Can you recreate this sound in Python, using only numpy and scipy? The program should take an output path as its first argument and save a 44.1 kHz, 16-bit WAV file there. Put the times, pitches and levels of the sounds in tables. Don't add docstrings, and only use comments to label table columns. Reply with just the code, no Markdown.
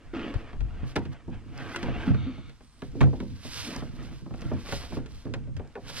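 import sys
import numpy as np
from scipy import signal
from scipy.fft import rfft, irfft
from scipy.io import wavfile
from scipy.ndimage import uniform_filter1d, map_coordinates

SR = 44100
rng = np.random.default_rng(int(sys.argv[2]) if len(sys.argv) > 2 else 0)


def to_wav(s):
    ch = np.atleast_2d(s).T
    pcm = np.round(np.clip(ch, -1, 1) * 32767)
    wavfile.write(sys.argv[1], SR, pcm.astype(np.int16))


N = 264600
TIME = np.arange(N) / SR
RING = 22050
TOP_HZ = 15600
SKID_S, SKID_LENGTH_S = 2.15, .355
LULL_DB = -11

# start in seconds, relative levels of boom, hollow tone and knock in dB,
# contact time in ms.
KNOCKS = [(0.34, -42, -52, -48, 0.28), (0.531, -58, -49, -54.5, 0.34), (0.606, -32, -47.5, -55.5, 0.24),
          (.828, -30, -43, -54, 2.6), (0.957, -47, -38.5, -40, 0.26), (.962, -50, -28.5, -35, 0.26),
          (0.971, -30, -55, -37.5, 0.68), (1.053, -59, -40.5, -52, 0.29), (1.279, -40, -36.5, -51, 1.16),
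          (1.76, -41.5, -54, -48.5, 0.18), (1.829, -53, -34, -41, 0.28), (1.856, -33.5, -37.5, -44, 0.5),
          (1.881, -26.5, -36, -43, 0.85), (2.073, -41, -27, -58, 5.9), (2.102, -19.5, -30.5, -48, 8.7),
          (2.145, -45, -35.5, -44.5, 0.36), (2.264, -50, -39, -61, 1.4), (2.378, -65, -45, -55.5, 0.52),
          (2.495, -71, -70, -63, 0.22), (2.607, -57, -57, -61, 0.34), (2.82, -41, -39.5, -45, 0.37),
          (2.952, -39, -41, -49, 2.2), (3.007, -15.5, -31, -34, 0.34), (3.012, -22, -34, -33, 0.34),
          (3.016, -33, -34, -38.5, 0.65), (3.029, -19, -38, -41, 0.34), (3.038, -38, -41, -45, 0.45),
          (3.071, -36, -39, -42, 1.7), (3.13, -63, -39, -42.5, 1.03), (3.202, -37, -35.5, -47, 0.31),
          (3.225, -47, -40, -47.5, 3.1), (3.311, -37.5, -44, -68, 18), (3.449, -38.5, -43.5, -51, 0.33),
          (3.705, -55, -50, -54.5, 0.29), (3.763, -48, -48, -47.5, .3), (3.823, -48, -40.5, -46, 0.67),
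          (4.219, -38, -46, -62, 6), (4.262, -46, -42.5, -53.5, 0.56), (4.308, -36, -43, -51.5, 0.67),
          (4.339, -54, -42, -50, 0.36), (4.419, -42, -42, -49.5, 0.33), (4.453, -29.5, -47, -70, 2),
          (4.515, -33.5, -34.5, -37, 0.84), (4.529, -28.5, -36.5, -60, 1.7), (4.687, -43, -47, -47, 0.26),
          (4.724, -33, -41.5, -38, 0.33), (4.833, -55, -49.5, -54, 0.31), (4.923, -34.5, -39, -48, 0.38),
          (4.969, -31.5, -34, -41, 0.66), (5.06, -55, -63, -59, 0.22), (5.253, -36, -44.5, -52.5, 0.53),
          (5.268, -36, -43, -54.5, 0.6), (5.338, -30.5, -42, -43.5, 0.25), (5.475, -53, -46, -55, 2.2),
          (5.566, -47, -50, -58, 0.23), (5.596, -47, -45.5, -45, 0.58), (5.651, -57, -60, -58.5, 0.7),
          (5.754, -60, -52.5, -41.5, 0.56), (5.774, -52, -49, -45, 1.2), (5.895, -45, -51, -50.5, 0.43)]
# nominal frequency in Hz,
# relative level in dB, decay by 60 dB in seconds, right minus left in dB, right phase in radians.
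HULL_MODES = [(63.5, -15.5, 0.56, 2, 0.36), (87.3, -3.5, 0.29, -14.5, 1.4), (112.5, 3, 0.24, 8.5, 3.81),
              (133.6, 8.5, 0.3, 2.5, 3.84)]
# nominal frequency in Hz, relative level in dB, decay by 60 dB in seconds.
PANEL_MODES = [(178.9, 7.5, 0.13), (207.6, -2, 0.4), (248, 5.5, 0.24), (276.6, 4.5, 0.16),
               (314.1, -2.5, 0.27), (341.5, -2.5, 0.27), (396.5, 6.5, 0.16), (446.3, 14, 0.065),
               (495, -0.5, 0.33), (552.5, 5.5, 0.15), (623.5, 6, 0.12), (710, -7, 0.17), (779, -3.5, 0.18),
               (836, -2.5, 0.1), (917, -3.5, 0.19), (1007, 13, 0.011)]
# delay in seconds, gain as a ratio.
WALLS = [(.0013, 0.031), (.0026, 0.025), (.0044, 0.08), (.0071, 0.33)]
# start, length and build-up in seconds, relative levels of scrape and rasp in dB,
# slip rate in Hz.
SCRAPES = [(0, 0.17, 0.011, -81, -63, 300), (0.13, 0.15, 0.0083, -38, -41, 324),
           (0.316, 0.18, 0.02, -57.5, -51, 354), (0.553, 0.33, 0.37, -52.5, -50.5, 281),
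           (0.998, 0.053, .02, -45, -54.5, 281), (1.095, 0.055, 0.039, -72, -53, 275),
           (1.306, 0.038, .02, -50, -54, 268), (1.435, 0.087, 0.031, -51.5, -61, 245),
           (1.523, 0.34, 0.069, -47.5, -43.5, 305), (1.858, .22, 0.022, -41.5, -42, 300),
           (2.028, 0.065, 0.044, -61, -44, 296), (2.2, 0.14, 0.037, -47, -54.5, 265),
           (2.927, 0.24, 0.015, -44.5, -63.5, 310), (3.63, 0.17, 0.06, -41, -45.5, 275),
           (3.867, 0.22, 0.11, -48, -54, 253), (4.361, 0.22, 0.035, -46, -52.5, 249),
           (4.63, 0.2, 0.026, -59, -49, 340), (4.898, 0.084, 0.016, -45.5, -53.5, 363),
           (5.25, 0.053, 0.016, -42, -69, 357), (5.836, 0.44, 0.019, -59, -52, 280)]
# frequency in Hz, relative level in dB.
RASP_SPECTRUM = [(350, 4.5), (600, 9.5), (1000, 8.5), (1500, 8), (2000, 5.5), (2800, 3.5), (3250, 1),
                 (3800, -6.5), (5000, -12), (7000, -23), (9500, -29.5), (15000, -73.5)]
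# start and length in seconds,
# relative levels of groan and tremble in dB.
HEAVES = [(0.034, 0.54, -49, -41), (0.518, 0.34, -47, -32.5), (1.004, 0.073, -28.5, -46),
          (1.255, 0.1, -36.5, -37), (1.44, 0.26, -38, -61), (1.793, 0.19, -35, -35),
          (2.03, 0.21, -28.5, -43), (2.297, 0.12, -35.5, -45), (2.85, 0.47, -37, -37.5),
          (3.477, 0.16, -40.5, -49), (3.746, 0.38, -35.5, -42), (4.303, 0.14, -43, -39),
          (4.617, 0.56, -46, -38.5), (5.263, 0.33, -34, -41), (5.808, 0.19, -40.5, -46.5)]
# middle in seconds, frequency in Hz, half length in seconds,
# left and right levels in dB.
SHOVES = [(0.363, 96, 0.01, -16, -48), (0.364, 42.6, 0.023, -26.5, -26.5), (0.624, 47.5, 0.037, -19, -42),
          (0.844, 78.6, 0.026, -28, -40), (5.59, 90, 0.023, -28, -35)]
LULLS = [(1.185, 0.044), (2.637, 0.15), (4.264, .035), (5.516, 0.02)]
# middle and half length in seconds, relative level in dB.
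SWISHES = [(0.282, 0.23, -67), (0.874, 0.016, -55), (0.903, 0.025, -54), (1.04, 0.039, -66),
           (1.132, 0.011, -63), (1.74, 0.19, -56.5), (2.052, 0.1, -59), (2.836, 0.069, -64),
           (3.155, 0.73, -62.5), (3.471, 0.048, -46.5), (3.567, 0.095, -41), (3.682, 0.12, -44),
           (4.048, 0.21, -59.5), (4.425, 0.16, -60.5), (4.693, 0.18, -53), (4.759, 0.12, -44.5),
           (4.943, 0.055, -55.5), (5.181, 0.12, -59.5), (5.894, 0.03, -46.5), (5.99, 0.07, -37)]
# frequency in Hz, relative level in dB.
CLOTH_SPECTRUM = [(600, -1.5), (1200, 3), (2200, 5), (3500, 7), (5200, 7), (7000, -2), (9300, -1.5),
                  (11000, -9.5), (13000, -10.5), (15500, -28)]
# frequency in Hz, relative level in dB.
AIR_SPECTRUM = [(30, -28), (100, 14), (300, -37), (1000, -5), (3000, -18), (6000, -19), (9000, -22.5),
                (12000, -39.5), (15000, -72)]
# start and length in seconds, mean pitch in Hz, level in dB.
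JUDDERS = [(.134, 0.062, 321.5, -36), (0.159, 0.021, 268, -35.5), (0.235, 0.045, 266, -36),
           (1.746, 0.1, 349, -42.5), (2.07, 0.033, 256, -27), (2.261, 0.038, 259.3, -34.5),
           (2.958, 0.063, 278, -41.5)]
# start and length in seconds, mean pitch in Hz,
# rate of the random waver in Hz, relative level in dB.
SQUEAKS = [(0.216, 0.038, 2840, 1002, -46.5), (1.57, 0.18, 1545, 200.3, -52.5),
           (1.727, 0.022, 2084, 129.3, -46), (1.904, .06, 2670, 90, -55),
           (2.018, 0.019, 1587, 109.2, -45.5), (4.38, 0.11, 1347, 50.1, -60),
           (2.604, 0.26, 8500, 1400, -71.5)]
# start in seconds, peak level in dB.
CLACKS = [(0.341, -47), (0.9644, -32), (1.747, -27), (1.761, -22), (1.831, -35), (1.88, -31),
          (2.146, -34.5), (4.342, -44), (5.754, -35), (5.764, -36)]
# nominal frequency in Hz, relative level in dB, decay by 60 dB in seconds.
GEAR_MODES = [(990, -2, 0.023), (1230, -6, 0.023), (1457, -0.5, 0.034), (1755, -7, 0.022),
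              (2630, -8, 0.024)]
# start in seconds, relative level in dB.
TICKS = [(.563, -54), (.754, -57), (.9625, -29), (1.301, -52), (1.348, -52), (1.577, -37), (1.68, -46),
         (1.761, -38), (1.832, -44), (3.705, -38), (3.763, -29), (3.793, -41), (4.028, -47), (4.358, -47),
         (4.409, -43), (4.417, -37), (4.536, -46), (4.953, -45), (5.066, -49), (5.567, -47), (5.575, -48),
         (5.675, -49)]
# frequency in Hz, relative level in dB.
SKID_SPECTRUM = [(700, -20), (1310, 12), (1900, -5), (2200, 12), (2550, 2), (2870, 5), (3300, 4), (3600, 9),
                 (4020, -2), (4500, 1), (5000, -16), (6000, -10), (6450, -13), (7000, -38), (14000, -40)]


def undb(db):
    return 10 ** (np.asarray(db) / 20)


def unit(x):
    return x / np.sqrt(np.mean(np.abs(x) ** 2) + 1e-20)


def add(out, s, sound):
    i = max(0, int(s * SR))
    out[:, i:i + sound.shape[1]] += sound[:, :N - i]


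def colour(x, points):
    hz, db = np.transpose(points)
    f = np.fft.rfftfreq(N, 1 / SR)
    gain = undb(np.interp(np.log(f + 1), np.log(hz), db))
    return unit(irfft(rfft(x) * gain, N))


def walk(rate):
    k = max(2, int(SR / rate))
    steps = np.repeat(rng.standard_normal(N // k + 1), k)
    return unit(uniform_filter1d(steps, k)[:N])


def slips(rate, spread_db):
    sizes = undb(spread_db * np.minimum(rng.exponential(size=N), 4))
    releases = rng.random(N) < rate / SR
    return unit(releases * rng.choice([-1, 1], N) * sizes)


def ports(x, lag_ms, right_db, scatter_hz):
    f = np.fft.rfftfreq(N, 1 / SR)
    share = np.clip(.04 + (f / scatter_hz) ** 2, 0, 1)
    scatter = unit(rfft(rng.standard_normal(1500), N))
    shadow = 1 / np.sqrt(1 + (f / 11500) ** 8)
    delay = np.exp(-2j * np.pi * f * lag_ms / 1000)
    mix = np.sqrt(1 - share) + np.sqrt(share) * scatter
    left = irfft(rfft(x) * shadow * delay * mix, N)
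    return unit(np.array([left, x * undb(right_db)]))


def stroke(start_s, length_s, attack_s, release_s):
    age = TIME - start_s
    return np.clip(age / attack_s, 0, 1) * np.exp(-np.clip((age - length_s) / release_s, 0, 20))


def together(levels, rest):
    return np.sqrt(sum(g ** 2 for g in levels) + rest ** 2)


def stirring(db):
    lull = sum(np.exp(-((TIME - s) / half_s) ** 2) for s, half_s in LULLS)
    return undb(db + LULL_DB * lull)


def inside(x):
    return unit(x + sum(gain * np.roll(x, int(s * SR)) for s, gain in WALLS))


def sliding(x, echo=0.32, delay_s=0.001622, wander=0.13):
    lag = delay_s * SR * (1 + wander * walk(14))
    return unit(x + echo * map_coordinates(x, [np.arange(N) - lag], order=1, mode="nearest"))


def shell(t60_1k_s=0.1, t60_slope=0.48, dense_db=-8.0, lag_ms=0.084, count=240):
    fine = np.geomspace(660, 15000, count) * (1 + .01 * rng.standard_normal(count))
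    fine_db = dense_db + 2.0 * rng.standard_normal(count)
    fine_t60 = t60_1k_s * (fine / 1000) ** -t60_slope
    upper = np.vstack([PANEL_MODES, np.transpose([fine, fine_db, fine_t60])])
    upper_hz = upper[:, 0]
    unlike = (.26 + upper_hz / 11000) * rng.standard_normal((2, len(upper)))
    lag = 2 * np.pi * upper_hz * lag_ms / 1000
    upper = np.column_stack([upper, .7 + 5 * unlike[0], lag + unlike[1]])
    hz, db, t60, right_db, phase = np.vstack([HULL_MODES, upper]).T[:, :, None]
    t = np.arange(RING) / SR
    build_up = 1 - np.exp(-(t * hz / 0.72) ** 2)
    decay = np.exp(-np.log(1000) * t / t60) * build_up
    turn = 2 * np.pi * hz * t
    left = decay * np.sin(turn) * undb(-right_db / 2)
    right = decay * np.sin(turn + phase) * undb(right_db / 2)
    return hz[:, 0], undb(db[:, 0]), np.array([left, right])


def registers(hz):
    zone = np.digitize(hz, [170, 380, 1300])
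    return [zone == k for k in range(4)]


def scraping(hz, weight, ringing, scrape_db=0, rasp_db=0.0, damping_s=0.011, slip_q=0.29, release_s=0.058,
             uneven_db=0.62, rest_hz=285, scrape_rest_db=-60, rasp_rest_db=-64.5, coarse_db=-8.5):
    held = np.exp(-np.arange(RING) / SR / damping_s)
    _, hollow, knock, _ = registers(hz)
    panel = hollow | knock
    hz, ringing = hz[panel], ringing[:, panel] * held
    push = weight[panel] * rng.permutation((-1) ** np.arange(len(hz)))
    catches = slips(600, 1.93)[None]
    pressure = undb(uneven_db * walk(27))
    drags = [(stroke(s, length, grab_s, release_s), *rest) for s, length, grab_s, *rest in SCRAPES]
    drives = [(drag * undb(db), slip_hz) for drag, db, _, slip_hz in drags]
    drives.append((stirring(scrape_rest_db), rest_hz))
    scrape = 0
    for drive, slip_hz in drives:
        resonance = 1 + (slip_q * (hz / slip_hz - slip_hz / hz)) ** 2
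        skirts = np.sqrt(1 + (hz / (1.016 * slip_hz)) ** 8 + (0.63 * slip_hz / hz) ** 12)
        response = ((push / resonance / skirts) @ ringing)[:, :RING // 4]
        panels = unit(signal.oaconvolve(catches, response, axes=1)[:, :N])
        scrape = scrape + drive * pressure * panels
    rasp = together((drag * undb(db) for drag, _, db, _ in drags), stirring(rasp_rest_db))
    fine_grains = slips(4500, 2.2) * undb(1.5 * walk(90))
    grains = fine_grains + undb(coarse_db) * slips(130, 2.5)
    grit = sliding(inside(colour(grains, RASP_SPECTRUM)))
    grit = ports(grit, lag_ms=.036, right_db=.5, scatter_hz=12000)
    return scrape * undb(scrape_db) + grit * rasp * pressure * undb(rasp_db)


def forest_air():
    noise = rng.standard_normal(N) + .5 * rng.standard_normal((2, N))
    return colour(noise, AIR_SPECTRUM) * undb(-65.0)


def swishing(swish_db=2, taper=1.82, rest_db=-76, crinkle_db=-13.0):
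    fine = slips(9000, 3.5) * undb(1.54 * walk(70))
    fibres = colour(fine + undb(crinkle_db) * slips(90, 3.8), CLOTH_SPECTRUM)
    fibres = ports(fibres, lag_ms=.064, right_db=3, scatter_hz=17000)
    strokes = (undb(db) / (1 + ((TIME - s) / half_s) ** 2) ** taper for s, half_s, db in SWISHES)
    speed = together(strokes, stirring(rest_db))
    folds = undb(.9 * walk(35))
    return fibres * speed * folds * undb(swish_db)


def heaving(attack_s=0.031, release_s=0.065, groan_rest_db=-57, tremble_rest_db=-53):
    efforts = [(stroke(s, length, attack_s, release_s), groan, tremble)
               for s, length, groan, tremble in HEAVES]
    groan = together((effort * undb(db) for effort, db, _ in efforts), stirring(groan_rest_db))
    tremble = together((effort * undb(db) for effort, _, db in efforts), undb(tremble_rest_db))
    return groan, tremble


def groaning(hz, weight, ringing, groan, groan_db=-3):
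    boom = registers(hz)[0]
    push = weight * rng.choice([-1, 1], len(hz))
    response = push[boom] @ ringing[:, boom]
    tone = unit(signal.oaconvolve(slips(600, 6.2)[None], response, axes=1)[:, :N])
    return tone * groan * undb(groan_db)


def shaking(effort, rumble_db=-4.0, apart=1.0):
    tremble = rng.standard_normal(N) + apart * rng.standard_normal((2, N))
    rumble = [(8, -11.5), (22, -12.0), (55, -9.0), (80, -15.5), (140, -22.5), (400, -43.5), (2000, -100)]
    out = colour(tremble, rumble) * effort * undb(rumble_db)
    for s, hz, half_s, left_db, right_db in SHOVES:
        rock = np.exp(-((TIME - s) / half_s) ** 2) * np.sin(2 * np.pi * hz * (TIME - s))
        out = out + undb([[left_db], [right_db]]) * rock
    return out


def juddering(judder_db=0, attack_s=0.0044, release_s=0.015, waver=0.04, octave_db=-24):
    drift = np.cumsum(1 + waver * walk(60)) / SR
    out = 0
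    for s, length, hz, db in JUDDERS:
        turn = 2 * np.pi * hz * (drift - drift[int(s * SR)])
        tone = np.sin(turn) + undb(octave_db) * np.sin(2 * turn)
        out = out + stroke(s, length, attack_s, release_s) * undb(db) * tone
    return np.sqrt(2) * out * undb(judder_db)


def squeaking(squeak_db=0.0, waver=0.012, attack_s=0.023, release_s=0.024):
    drift = np.cumsum(1 + waver * walk(16)) / SR
    out = 0
    for s, length, hz, width, db in SQUEAKS:
        turn = 2 * np.pi * hz * drift
        band = walk(width) * np.cos(turn) + walk(width) * np.sin(turn)
        out = out + band * stroke(s, length, attack_s, release_s) * undb(db)
    return ports(out, lag_ms=.04, right_db=.5, scatter_hz=14000) * np.std(out) * undb(squeak_db)


def reloaded(ring, detune):
    clock = np.arange(RING) * (1 + detune * rng.uniform(-1.12, 1))
    return np.array([map_coordinates(side, [clock]) for side in ring])


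def knocks(hz, weight, ringing, spot_db=3.0, boom_db=-1, hollow_db=-1.0, knock_db=1, crack_db=-13,
           crack_db_per_octave=17.0, steep=4.2, detune=0.021):
    out = np.zeros((2, N))
    attack = int(.04 * SR)
    zones = registers(hz)
    skin = 1 / np.sqrt(1 + (hz / 11000) ** 8)
    for s, boom, hollow, knock, contact_ms in KNOCKS:
        edge_hz = 1000 / contact_ms
        crack = knock + crack_db_per_octave * np.log2(edge_hz / 2400)
        signs = np.where(zones[0], 1, rng.choice([-1, 1], len(hz)))
        spot = undb(spot_db * rng.standard_normal(len(hz))) * signs
        push = weight * spot * skin / np.sqrt(1 + (hz / edge_hz) ** steep)
        levels = (boom + boom_db, hollow + hollow_db, knock + knock_db, crack + crack_db)
        blow = 0
        for modes, db in zip(zones, levels):
            first, last = np.flatnonzero(modes)[[0, -1]]
            ring = (push * modes)[first:last + 1] @ ringing[:, first:last + 1]
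            blow = blow + ring * undb(db) / np.sqrt(np.mean(ring[:, :attack] ** 2))
        add(out, s, reloaded(blow, detune))
    return out


def fading(blows, decay_s):
    return signal.lfilter([1], [1, -np.exp(-1 / (decay_s * SR))], blows)


def cracking(crack_db=-1.0, tilt_db_per_octave=0.5, decay_s=0.0061, decay_slope=0.38, steep=5.3):
    s, _, _, knock, contact_ms = np.transpose(KNOCKS)
    edge_hz = 1000 / contact_ms
    chatter = slips(600, 2.5)
    rattle_db, rattle_s = -19, .022
    lowest_hz = 1400
    out = 0
    for hz in np.geomspace(lowest_hz, 7400, 5):
        level = undb(knock + tilt_db_per_octave * np.log2(hz / lowest_hz))
        blows = np.zeros(N)
        blows[(s * SR).astype(int)] = level / np.sqrt(1 + (hz / edge_hz) ** steep)
        band = [(hz / 2, -50), (hz / 1.25, 0), (hz * 1.25, 0), (hz * 2, -50)]
        band_decay_s = decay_s * (hz / lowest_hz) ** -decay_slope
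        burst = colour(rng.standard_normal(N), band) * fading(blows, band_decay_s)
        rattle = colour(chatter, band) * fading(blows, rattle_s) * undb(rattle_db) * lowest_hz / hz
        out = out + burst + rattle
    return ports(out, lag_ms=.04, right_db=.8, scatter_hz=11000) * np.std(out) * undb(crack_db)


def clacking(clack_db=0, lag_ms=0.037):
    out = np.zeros((2, N))
    lag_s = np.array([[lag_ms / 1000], [0]])
    t = np.maximum(np.arange(RING // 4) / SR - lag_s, 0)
    for s, db in CLACKS:
        pitch = 1 + .02 * rng.standard_normal(len(GEAR_MODES))
        ring = 0
        for k, (hz, mode_db, t60) in enumerate(GEAR_MODES):
            decay = np.exp(-np.log(1000) * t / t60)
            ring = ring + (-1) ** k * undb(mode_db) * decay * np.sin(2 * np.pi * hz * pitch[k] * t)
        add(out, s, ring / np.abs(ring).max() * undb(db + clack_db))
    return out


def ticking(tick_db=-6):
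    decay_s = .002
    strike = sum(undb(db) * np.exp(-np.abs(TIME - s) / decay_s) * (TIME >= s) for s, db in TICKS)
    spectrum = [(900, -32), (2500, -41.0), (5000, 1.5), (10000, -15.5), (15000, -28)]
    snap = colour(rng.standard_normal(N), spectrum)
    snap = ports(snap, lag_ms=.05, right_db=2.5, scatter_hz=14000)
    return snap * strike * undb(tick_db)


def skidding(skid_db=-50.0, attack_s=0.04, release_s=0.031, fade_db_per_s=27):
    slide = inside(colour(slips(5000, 3), SKID_SPECTRUM))
    slide = ports(slide, lag_ms=.04, right_db=0, scatter_hz=8000)
    unloading = undb(-fade_db_per_s * np.clip(TIME - SKID_S, 0, 1))
    return slide * stroke(SKID_S, SKID_LENGTH_S, attack_s, release_s) * unloading * undb(skid_db)


def scene():
    hull = shell()
    groan, tremble = heaving()
    rubbing = scraping(*hull) + groaning(*hull, groan) + juddering() + squeaking() + skidding()
    blows = knocks(*hull) + cracking()
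    gear = swishing() + clacking() + ticking()
    return rubbing + blows + gear + shaking(tremble) + forest_air()


def record(dry):
    return signal.sosfilt(signal.ellip(8, .2, 80, TOP_HZ, fs=SR, output="sos"), dry)


dry = scene()
out = record(dry)
to_wav(out)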